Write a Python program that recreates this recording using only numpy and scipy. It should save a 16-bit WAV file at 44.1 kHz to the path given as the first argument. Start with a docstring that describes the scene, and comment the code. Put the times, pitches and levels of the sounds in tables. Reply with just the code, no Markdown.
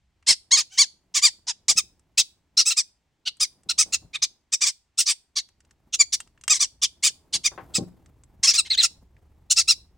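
"""Young parrots beg at a feeding spoon, crowded on a wooden floor, close by in a small room. Each squawk is a
short arch of pitch from the syrinx, clear or rasping, shaped by throat and beak; a few carry a dull puff, and
two late calls are thin whistles. Beaks and claws tick and ring the spoon, bodies bump a plastic tub, and low
thuds follow some squawks. Low rumble and feather rustle follow the stirring, over faint room air."""
import sys
import numpy as np
from scipy import signal
from scipy.fft import rfft, irfft, next_fast_len
from scipy.io import wavfile

SR = 44100
rng = np.random.default_rng(int(sys.argv[2]) if len(sys.argv) > 2 else 0)


def bounce(signal):
    """Save signal as a 16-bit WAV file at the path given by the first command-line argument."""
    frames = np.transpose(np.atleast_2d(signal))
    limited = np.clip(frames, -1, 1)
    pcm = np.round(limited * 32767).astype(np.int16)
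    wavfile.write(sys.argv[1], SR, pcm)


N = 439677

# Stirring envelopes (time [s], relative level [dB])
RUMBLE_ENVELOPE = [(0.0, -73.5), (0.94, -79.5), (1.86, -70.5), (3.19, -85.5), (3.64, -75.5), (3.97, -60.5),
                   (4.33, -81.5), (5.28, -82.5), (5.69, -71.5), (6.75, -69), (7.3, -72), (7.53, -61),
                   (8.02, -62.5), (9.97, -63.5)]
RUSTLE_ENVELOPE = [(0.0, -88.5), (0.5, -75.5), (0.94, -75.5), (1.91, -75), (3.13, -82), (3.91, -62.5),
                   (4.02, -65.5), (4.28, -76), (4.91, -87), (5.97, -71.5), (6.94, -71.5), (7.36, -65),
                   (7.53, -61.5), (7.77, -52.5), (8.0, -65.5), (9.97, -70.5)]
# Noise spectra (frequency [Hz], gain [dB])
RUMBLE_SPECTRUM = [(12, -39), (20, -10), (43, -3.5), (65, 1.5), (200, -18), (260, -41.5), (440, -120)]
RUSTLE_SPECTRUM = [(70, -16), (130, -2), (330, -5.5), (500, -13), (900, -14.5), (1600, -26), (4000, -37)]
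AIR_SPECTRUM = [(100, 5), (500, -9), (850, -3), (1200, -8.5), (2000, -5.5), (8000, -15.5), (11000, -29.5),
                (16000, -36)]
CRACK_SPECTRUM = [(200, -30.5), (600, -9.5), (1400, 4), (4000, -12), (8000, -5), (10000, -18.5),
                  (16000, -33.5)]
PUFF_SPECTRUM = [(20, -13), (50, -3), (130, -1), (400, -8.5), (850, -2), (1600, -30.5), (4000, -58.5)]
# Beak and claw ticks; body bumps and low thuds after squawks (time [s], relative level [dB], contact pitch
# [Hz])
TICK_HITS = [(0.2259, -44.5, 2380), (1.9944, -49, 8380), (3.3692, -44, 8940), (3.6336, -46, 8400),
             (5.4884, -43.5, 5660), (5.6042, -43, 5600), (5.6488, -50, 6050), (5.6914, -61, 2040),
             (5.7089, -41, 5720), (6.2025, -20.5, 8040), (6.2742, -44.5, 3880), (6.376, -47, 2290),
             (6.4115, -38, 7220), (6.4373, -28, 7445), (6.479, -6.5, 6800), (8.0597, -44, 5160),
             (8.2357, -41.5, 7860), (9.1662, -49, 2200)]
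BUMP_HITS = [(1.752, -36, 153), (1.829, -43, 125), (3.659, -42, 173), (3.86, -43, 380), (3.921, -49, 45),
             (4.022, -43, 307), (4.04, -34, 64.4), (6.139, -51, 170), (7.344, -32, 176), (7.516, -35, 690),
             (7.577, -23.5, 788), (7.711, -50, 275), (7.782, -13.5, 192), (7.807, -18.5, 172),
             (8.39, -34.5, 49.5)]
# Ringing modes (frequency [Hz], gain [dB], T60 [s])
SPOON_MODES = [(1453, -2, .02), (2794, 0, .05), (3200, -8, .09), (3900, -14, .04), (7400, -9, .04),
               (8270, -3, .05)]
TUB_MODES = [(118, -7, .1), (178, -1, .22), (340, -4, .14), (395, -9, .14), (620, -10, .14), (780, -4, .11),
             (1080, -4, .09), (1500, -7, .08)]
# Squawks (time [s], length [s], attack [s], level [dB], crest pitch [Hz], rasp [dB], tilt [dB/octave],
#   throat formant [Hz], beak formant [Hz], formant gain [dB])
SQUAWK_CALLS = [(0.263, 0.087, 0.026, -16.0, 1112, 3, 1, 4940, 8230, 5.5),
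                (0.507, 0.085, 0.012, -16, 1117, -19.5, -2, 4440, 6620, 9),
                (0.561, 0.068, 0.017, -21.0, 1237, 6.5, -1.5, 4340, 6700, 5.5),
                (0.693, 0.16, 0.038, -49.5, 1570, 3.5, -2, 2580, 6500, 7),
                (0.772, 0.085, 0.016, -15.0, 1151, -17.5, -1, 4550, 6760, 7),
                (1.139, 0.072, 0.019, -21.5, 1200, 4, -1, 5620, 7180, 4.5),
                (1.212, 0.09, 0.028, -16, 1219, -10.5, -0.5, 4750, 7290, 6),
                (1.467, 0.058, 0.02, -27, 992, 0, -3, 5280, 6680, 8),
                (1.681, 0.056, 0.0023, -17, 1209, 2.5, 2, 5380, 7260, 5),
                (1.758, 0.056, 0.026, -19.0, 1324, -7, 0.0, 6160, 8290, 8),
                (2.173, 0.054, 0.008, -16.5, 1352, 0, 1, 4110, 5700, 7),
                (2.568, 0.069, 0.01, -16, 1411, 6.5, 0, 4230, 5440, 10),
                (2.65, 0.073, 0.015, -21, 1314, -12, 2, 5740, 8030, 11),
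                (2.697, 0.046, 0.01, -24.5, 1380, 5.5, 0.5, 4200, 3000, 5),
                (2.761, 0.064, 0.018, -20, 1249, -7.5, 0.5, 5350, 7840, 10.5),
                (3.252, 0.048, 0.031, -26.5, 1537, 4, -2, 3190, 4130, 11.5),
                (3.397, 0.066, 0.014, -21, 1256, -6, 0, 5630, 8940, 6),
                (3.687, 0.044, 0.011, -23.5, 1425, 1, -0.5, 4310, 3620, 5.5),
                (3.777, 0.068, 0.014, -17.5, 1316, -2.5, 0.5, 5990, 8390, 12),
                (3.921, 0.049, 0.012, -22.5, 1391, 0, 0, 4380, 6880, 8.5),
                (4.13, 0.048, 0.028, -30.5, 1260, 2, -3.5, 2180, 3810, 11.5),
                (4.218, 0.044, 0.009, -20.5, 1266, 4, -1.5, 3910, 6060, 9),
                (4.519, 0.046, 0.012, -21, 1250, -3.5, 0, 5740, 7900, 12.5),
                (4.605, 0.07, 0.016, -21, 1214, -5, -2, 5750, 7960, 10.5),
                (4.652, 0.062, 0.018, -22.5, 1200, 9, 0.5, 5360, 7920, 6.5),
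                (4.973, 0.07, 0.018, -20, 1404, 1.5, 4.0, 3400, 7930, 3),
                (5.055, 0.085, 0.017, -23, 1220, -4.5, -1.5, 5640, 4330, 6),
                (5.079, 0.057, 0.02, -24.0, 1246, 7, 3.5, 2740, 8160, 15),
                (5.354, 0.059, 0.016, -24.5, 1180, 1, -0.5, 4170, 6110, 7.5),
                (5.924, 0.041, 0.025, -24.5, 1407, 7.5, 1.5, 3430, 6300, 11),
                (5.988, 0.049, 0.019, -14, 2370, -12, -3, 5600, 7150, 12.5),
                (6.121, 0.042, 0.014, -22.0, 1191, 5, 2.5, 4030, 5790, 5.5),
                (6.49, 0.062, 0.017, -16.5, 1260, -10, -2.5, 5800, 7810, 12),
                (6.539, 0.052, 0.003, -25.5, 1128, 3, 1.5, 5650, 8190, 4.5),
                (6.59, 0.073, 0.024, -20.5, 1199, -7, -0.5, 5830, 7760, 8),
                (6.815, 0.054, 0.017, -20, 1224, 0, 0.5, 3340, 5790, 9.5),
                (7.024, 0.083, 0.016, -19, 1241, -2, 1.5, 2830, 7770, 4),
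                (7.325, 0.056, 0.015, -23.5, 1136, 5, 2.5, 2980, 4370, 6.5),
                (7.433, 0.058, 0.031, -21.0, 1228, -11, 0.5, 2550, 5930, 7),
                (7.736, 0.061, 0.018, -23.5, 1303, -4.5, 0.5, 4180, 7680, 6),
                (8.428, 0.054, 0.01, -18.5, 1123, 0, 0.5, 2000, 5580, 3.5),
                (8.466, 0.071, 0.008, -16, 1364, 6.5, -0.5, 5420, 5640, 6.5),
                (8.531, 0.06, 0.011, -23.5, 1230, 9.5, 0.5, 4230, 5780, 3),
                (8.568, 0.05, 0.024, -18.5, 1384, -17, -0.5, 4230, 8330, 11.5),
                (8.644, 0.048, 0.019, -43, 1045, 2, -3.5, 2600, 3800, 8),
                (8.819, 0.057, 0.014, -18.5, 1367, -1.5, 1, 4440, 6590, 2),
                (9.498, 0.045, 0.015, -17.5, 1480, 0.5, 4.0, 4080, 6790, 6),
                (9.557, 0.074, 0.024, -18, 1371, -0.5, 1, 4380, 6160, 7),
                (9.673, 0.071, 0.014, -16.5, 1388, -10, 0.5, 4270, 5480, 5.5)]
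# Vocal tract response, all birds (frequency [Hz], gain [dB])
TRACT_SPECTRUM = [(100, -42), (400, -49.5), (750, -17.5), (1100, -17.5), (1600, -12), (2400, -8.5),
                  (3200, -4.5), (4200, -3.5), (5400, 1), (7800, -4), (9000, -9.5), (10500, -14.5),
                  (11500, -52), (13000, -32.5), (15500, -18.5)]
# Puffs under squawks (time [s], level [dB])
PUFF_EVENTS = [(0.277, -42.5), (1.68, -43.5), (2.175, -51), (6.49, -49), (7.325, -48.5)]
# Whistles (time [s], length [s], level [dB], crest position [0-1])
WHISTLE_CALLS = [(8.697, .064, -21.5, .25), (8.77, .058, -18, 0.4)]
# Whistle formants (frequency [Hz], gain [dB])
WHISTLE_PEAKS = [(4278, 19.5), (2580, 20)]
# Wall reverberation (frequency [Hz], T60 [s])
WALL_DECAY = [(100, 0.84), (1000, 0.073), (5000, 0.3), (9000, 0.068), (16000, 0.48)]

CUTOFF_HZ = 16000


def from_db(db):
    return 10 ** (np.asarray(db) / 20)


def unit_rms(x):
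    return x / np.sqrt(np.mean(x ** 2) + 1e-20)


def at_hz(points, hz):
    """Table lookup on a log-frequency axis."""
    points = np.array(points)
    return np.interp(np.log(np.maximum(hz, 1)), np.log(points[:, 0]), points[:, 1])


def noise(colour_db, size):
    """Unit-RMS noise with spectrum colour_db(hz)."""
    padded = next_fast_len(size)
    gain = from_db(colour_db(np.fft.rfftfreq(padded, 1 / SR)))
    return unit_rms(irfft(rfft(rng.standard_normal(padded)) * gain, padded)[:size])


def stereo_noise(spectrum, side_db):
    mid, side = [noise(lambda hz: at_hz(spectrum, hz), N) for _ in range(2)]
    return mid + from_db(side_db) * side * [[1], [-1]]


def wobble(rate_hz, size):
    """Unit-RMS random motion, low-passed at rate_hz."""
    return noise(lambda hz: -10 * np.log10(1 + (hz / rate_hz) ** 4), size)


def add(out, start_s, sound):
    i = max(int(start_s * SR), 0)
    out[..., i:i + sound.shape[-1]] += sound[..., :N - i]


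def stirring():
    """Shuffling birds: low rumble and fluttering feather rustle."""
    t = np.arange(N) / SR
    rumble_db = np.interp(t, *np.transpose(RUMBLE_ENVELOPE)) + 4.5
    rumble = from_db(rumble_db) * stereo_noise(RUMBLE_SPECTRUM, side_db=-21.5)
    rustle_db = np.interp(t, *np.transpose(RUSTLE_ENVELOPE)) + 1.5 + 2.8 * wobble(30, N)
    return rumble + from_db(rustle_db) * stereo_noise(RUSTLE_SPECTRUM, side_db=-11)


def room_air(level_db=-78.5):
    """Faint steady noise of the still room."""
    return from_db(level_db) * stereo_noise(AIR_SPECTRUM, side_db=-8)


def ticks(size=8192, crack_db=-8, crack_t60_s=.024, ring_db=-11, contact_s=.00062):
    """A hard tip cracks and rings the spoon, most strongly near the contact pitch."""
    out, t = np.zeros(N), np.arange(size) / SR
    for start_s, level_db, centre_hz in TICK_HITS:
        contact_db = lambda hz: -6 * abs(np.log2(np.maximum(hz, 1) / centre_hz))
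        crack = noise(lambda hz: at_hz(CRACK_SPECTRUM, hz) + contact_db(hz), size)
        crack *= from_db(crack_db - 60 * t / crack_t60_s)
        damping_db = min(level_db + 25, 0)   # a light touch stays on the metal
        ring = 0
        for hz, mode_db, t60_s in SPOON_MODES:
            envelope = from_db(ring_db + damping_db + mode_db + contact_db(hz) - 60 * t / t60_s)
            ring += envelope * np.sin(2 * np.pi * hz * t)
        add(out, start_s, from_db(level_db) * (crack + ring) * np.minimum(t / contact_s, 1))
    return out


def pitch_arch(progress, crest_hz, crest_at, first_ratio, last_ratio):
    """Pitch [Hz]: rise to the crest, then sag; young voices waver."""
    rise = (1 - first_ratio) * abs(1 - progress / crest_at) ** 2.5
    fall = (1 - last_ratio) * abs((progress - crest_at) / (1 - crest_at)) ** 1.6
    waver = 1 + .011 * wobble(70, len(progress))
    return crest_hz * (1 - np.where(progress < crest_at, rise, fall)) * waver


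def vocal_tract(tilt_db_per_oct, formants, width_hz=450):
    """Throat and beak: common response, tilted, plus formants. Returns gain [dB] versus Hz."""
    def tract_db(hz):
        peaks_db = sum(db * np.exp(-.5 * ((hz - peak_hz) / width_hz) ** 2) for peak_hz, db in formants)
        tilt_db = tilt_db_per_oct * np.log2(np.clip(hz, 400, 10000) / 5000)
        return at_hz(TRACT_SPECTRUM, hz) + tilt_db + peaks_db
    return tract_db


def syrinx(length_s, attack_s, release_s, crest_hz, crest_at, end_ratios, rasp_db, tract_db, size=4096):
    """One call, unit RMS over its length: one side sings clear, the other breaks into rasp."""
    t = np.arange(size) / SR
    progress = np.clip(t / length_s, 0, 1)
    pitch_hz = pitch_arch(progress, crest_hz, crest_at, *end_ratios)
    pressure = np.clip(t / attack_s, 0, 1) * np.clip((length_s - t) / release_s, 0, 1)

    order = np.arange(1, 27)[:, None] / 2   # alternate cycles differ: half harmonics
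    half_db, odd_db = -9.5 + .6 * min(rasp_db, 0), -3
    flicker_db = 2.2 * np.array([wobble(35, size) for _ in order])
    source_db = np.where(order % 1, half_db, np.where(order % 2, odd_db, 0)) + flicker_db
    partial_hz = order * pitch_hz
    closing_db = (1 - pressure) * abs(partial_hz - 3500) / 1200   # beak nearly shut at both ends
    gains = np.sqrt(2 * pitch_hz) * from_db(source_db + tract_db(partial_hz) - closing_db)
    gains *= partial_hz < CUTOFF_HZ

    def membrane(jitter):
        """Uneven cycles: low harmonics stay lines, high ones smear."""
        phase = 2 * np.pi * np.cumsum(pitch_hz * (1 + jitter * wobble(380, size))) / SR
        return np.sum(gains * np.sin(order * phase + rng.uniform(0, 2 * np.pi, order.shape)), axis=0)

    shimmer = .36 * min(from_db(rasp_db / 2), 1)
    clear = membrane(jitter=.004) * (1 + shimmer * wobble(450, size)) * pressure ** 1.6
    breakup = np.interp(progress / crest_at, [.15, .8], [.3, 1])   # rasp grows towards the crest
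    tract_gain = np.linalg.norm(from_db(tract_db(np.arange(CUTOFF_HZ))))
    hiss = from_db(-11) * tract_gain * noise(tract_db, size) * breakup * np.sqrt(pressure)
    rasp = (membrane(jitter=.052 * breakup) + hiss) * pressure ** 1.25
    return unit_rms(clear + from_db(rasp_db) * rasp) * np.sqrt(length_s * SR / size)


def squawks(flat_start_hz=2244.5, sag_per_s=5, crest_at=.42, release_share=.47):
    """Begging calls: lower ones scoop up further, longer ones sag further."""
    out = np.zeros(N)
    for (start_s, length_s, attack_s, level_db, crest_hz, rasp_db, tilt_db_per_oct,
         throat_hz, beak_hz, formant_db) in SQUAWK_CALLS:
        tract_db = vocal_tract(tilt_db_per_oct, [(throat_hz, formant_db), (beak_hz, formant_db)])
        end_ratios = min(np.sqrt(crest_hz / flat_start_hz), 1), 1 - sag_per_s * length_s
        release_s = release_share * length_s
        call = syrinx(length_s, attack_s, release_s, crest_hz, crest_at, end_ratios, rasp_db, tract_db)
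        add(out, start_s, from_db(level_db) * call)
    return out


def puffs(size=4096, length_s=.055):
    """Dull noise swells and fades under a few squawks."""
    out, t = np.zeros(N), np.arange(size) / SR
    swell = np.sin(np.pi * np.clip(t / length_s, 0, 1))
    for start_s, level_db in PUFF_EVENTS:
        add(out, start_s, from_db(level_db) * swell * noise(lambda hz: at_hz(PUFF_SPECTRUM, hz), size))
    return out


def bumps(size=16384, scuff_db=-12, scuff_t60_s=.16, ring_db=-13, contact_cycles=.4):
    """A lunging body scuffs the tub and rings its modes, mostly near the contact pitch; a few rows are low
    thuds just after squawks, rung the same way."""
    out, t = np.zeros(N), np.arange(size) / SR
    for start_s, level_db, centre_hz in BUMP_HITS:
        contact_db = lambda hz: -5.5 * np.log2(np.maximum(hz, 1) / centre_hz) ** 2
        scuff = noise(contact_db, size) * from_db(scuff_db - 60 * t / scuff_t60_s)
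        ring = 0
        for hz, mode_db, t60_s in TUB_MODES:
            envelope = from_db(ring_db + mode_db + contact_db(hz) / 2 - 60 * t / t60_s)
            ring += envelope * np.sin(2 * np.pi * hz * t) * rng.choice([-1, 1])
        onset = np.minimum(t * centre_hz / contact_cycles, 1)
        add(out, start_s, from_db(level_db) * (scuff + ring) * onset)
    return out


def whistles(crest_hz=4264, end_ratios=(.68, .64), fade_s=.0076, rasp_db=-5):
    """Thin calls: the same syrinx at a much higher pitch."""
    out = np.zeros(N)
    tract_db = vocal_tract(tilt_db_per_oct=-3, formants=WHISTLE_PEAKS)
    for start_s, length_s, level_db, crest_at in WHISTLE_CALLS:
        call = syrinx(length_s, fade_s, fade_s, crest_hz, crest_at, end_ratios, rasp_db, tract_db)
        add(out, start_s, from_db(level_db) * call)
    return out


def room(x, size=22050, early_db=-14, tail_db=-23, side_db=-11):
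    """Quick echoes off floor and tub, unlike at each ear; a faint tail off the walls."""
    t, edges_hz = np.arange(size) / SR, np.geomspace(80, 17000, 10)

    def echoes(t60_s, delay_s):
        return unit_rms(rng.standard_normal(size) * from_db(-60 * t / t60_s) * (t > delay_s))

    side = from_db(side_db) * signal.lfilter([1, -1], [1, -.95], echoes(t60_s=.056, delay_s=.0003))
    ears = []
    for sign in (1, -1):
        tail = 0
        for low_hz, high_hz in zip(edges_hz, edges_hz[1:]):
            band = signal.butter(2, [low_hz, high_hz], "band", fs=SR, output="sos")
            t60_s = at_hz(WALL_DECAY, np.sqrt(low_hz * high_hz))
            tail += signal.sosfilt(band, rng.standard_normal(size)) * from_db(-60 * t / t60_s)
        tail = from_db(tail_db) * unit_rms(tail * (t > .006))
        early = from_db(early_db) * echoes(t60_s=.055, delay_s=.001)
        response = (early + tail) / np.sqrt(size) + sign * side / np.sqrt(size)
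        ears.append(x + signal.fftconvolve(x, response)[:N])
    return np.array(ears)


def scene():
    """Birds straight ahead, tub slightly left."""
    birds = room(squawks() + whistles() + ticks())
    tub = room(bumps()) * from_db([[2], [-2.5]])
    return birds + tub + puffs() + stirring() + room_air()


def record(dry, ceiling=.9):
    """Soft peak limit, then a steep low-pass."""
    rounded = dry / (1 + (dry / ceiling) ** 6) ** (1 / 6)
    return signal.sosfilt(signal.ellip(10, .1, 80, CUTOFF_HZ, fs=SR, output="sos"), rounded)


dry = scene()
out = record(dry)
bounce(out)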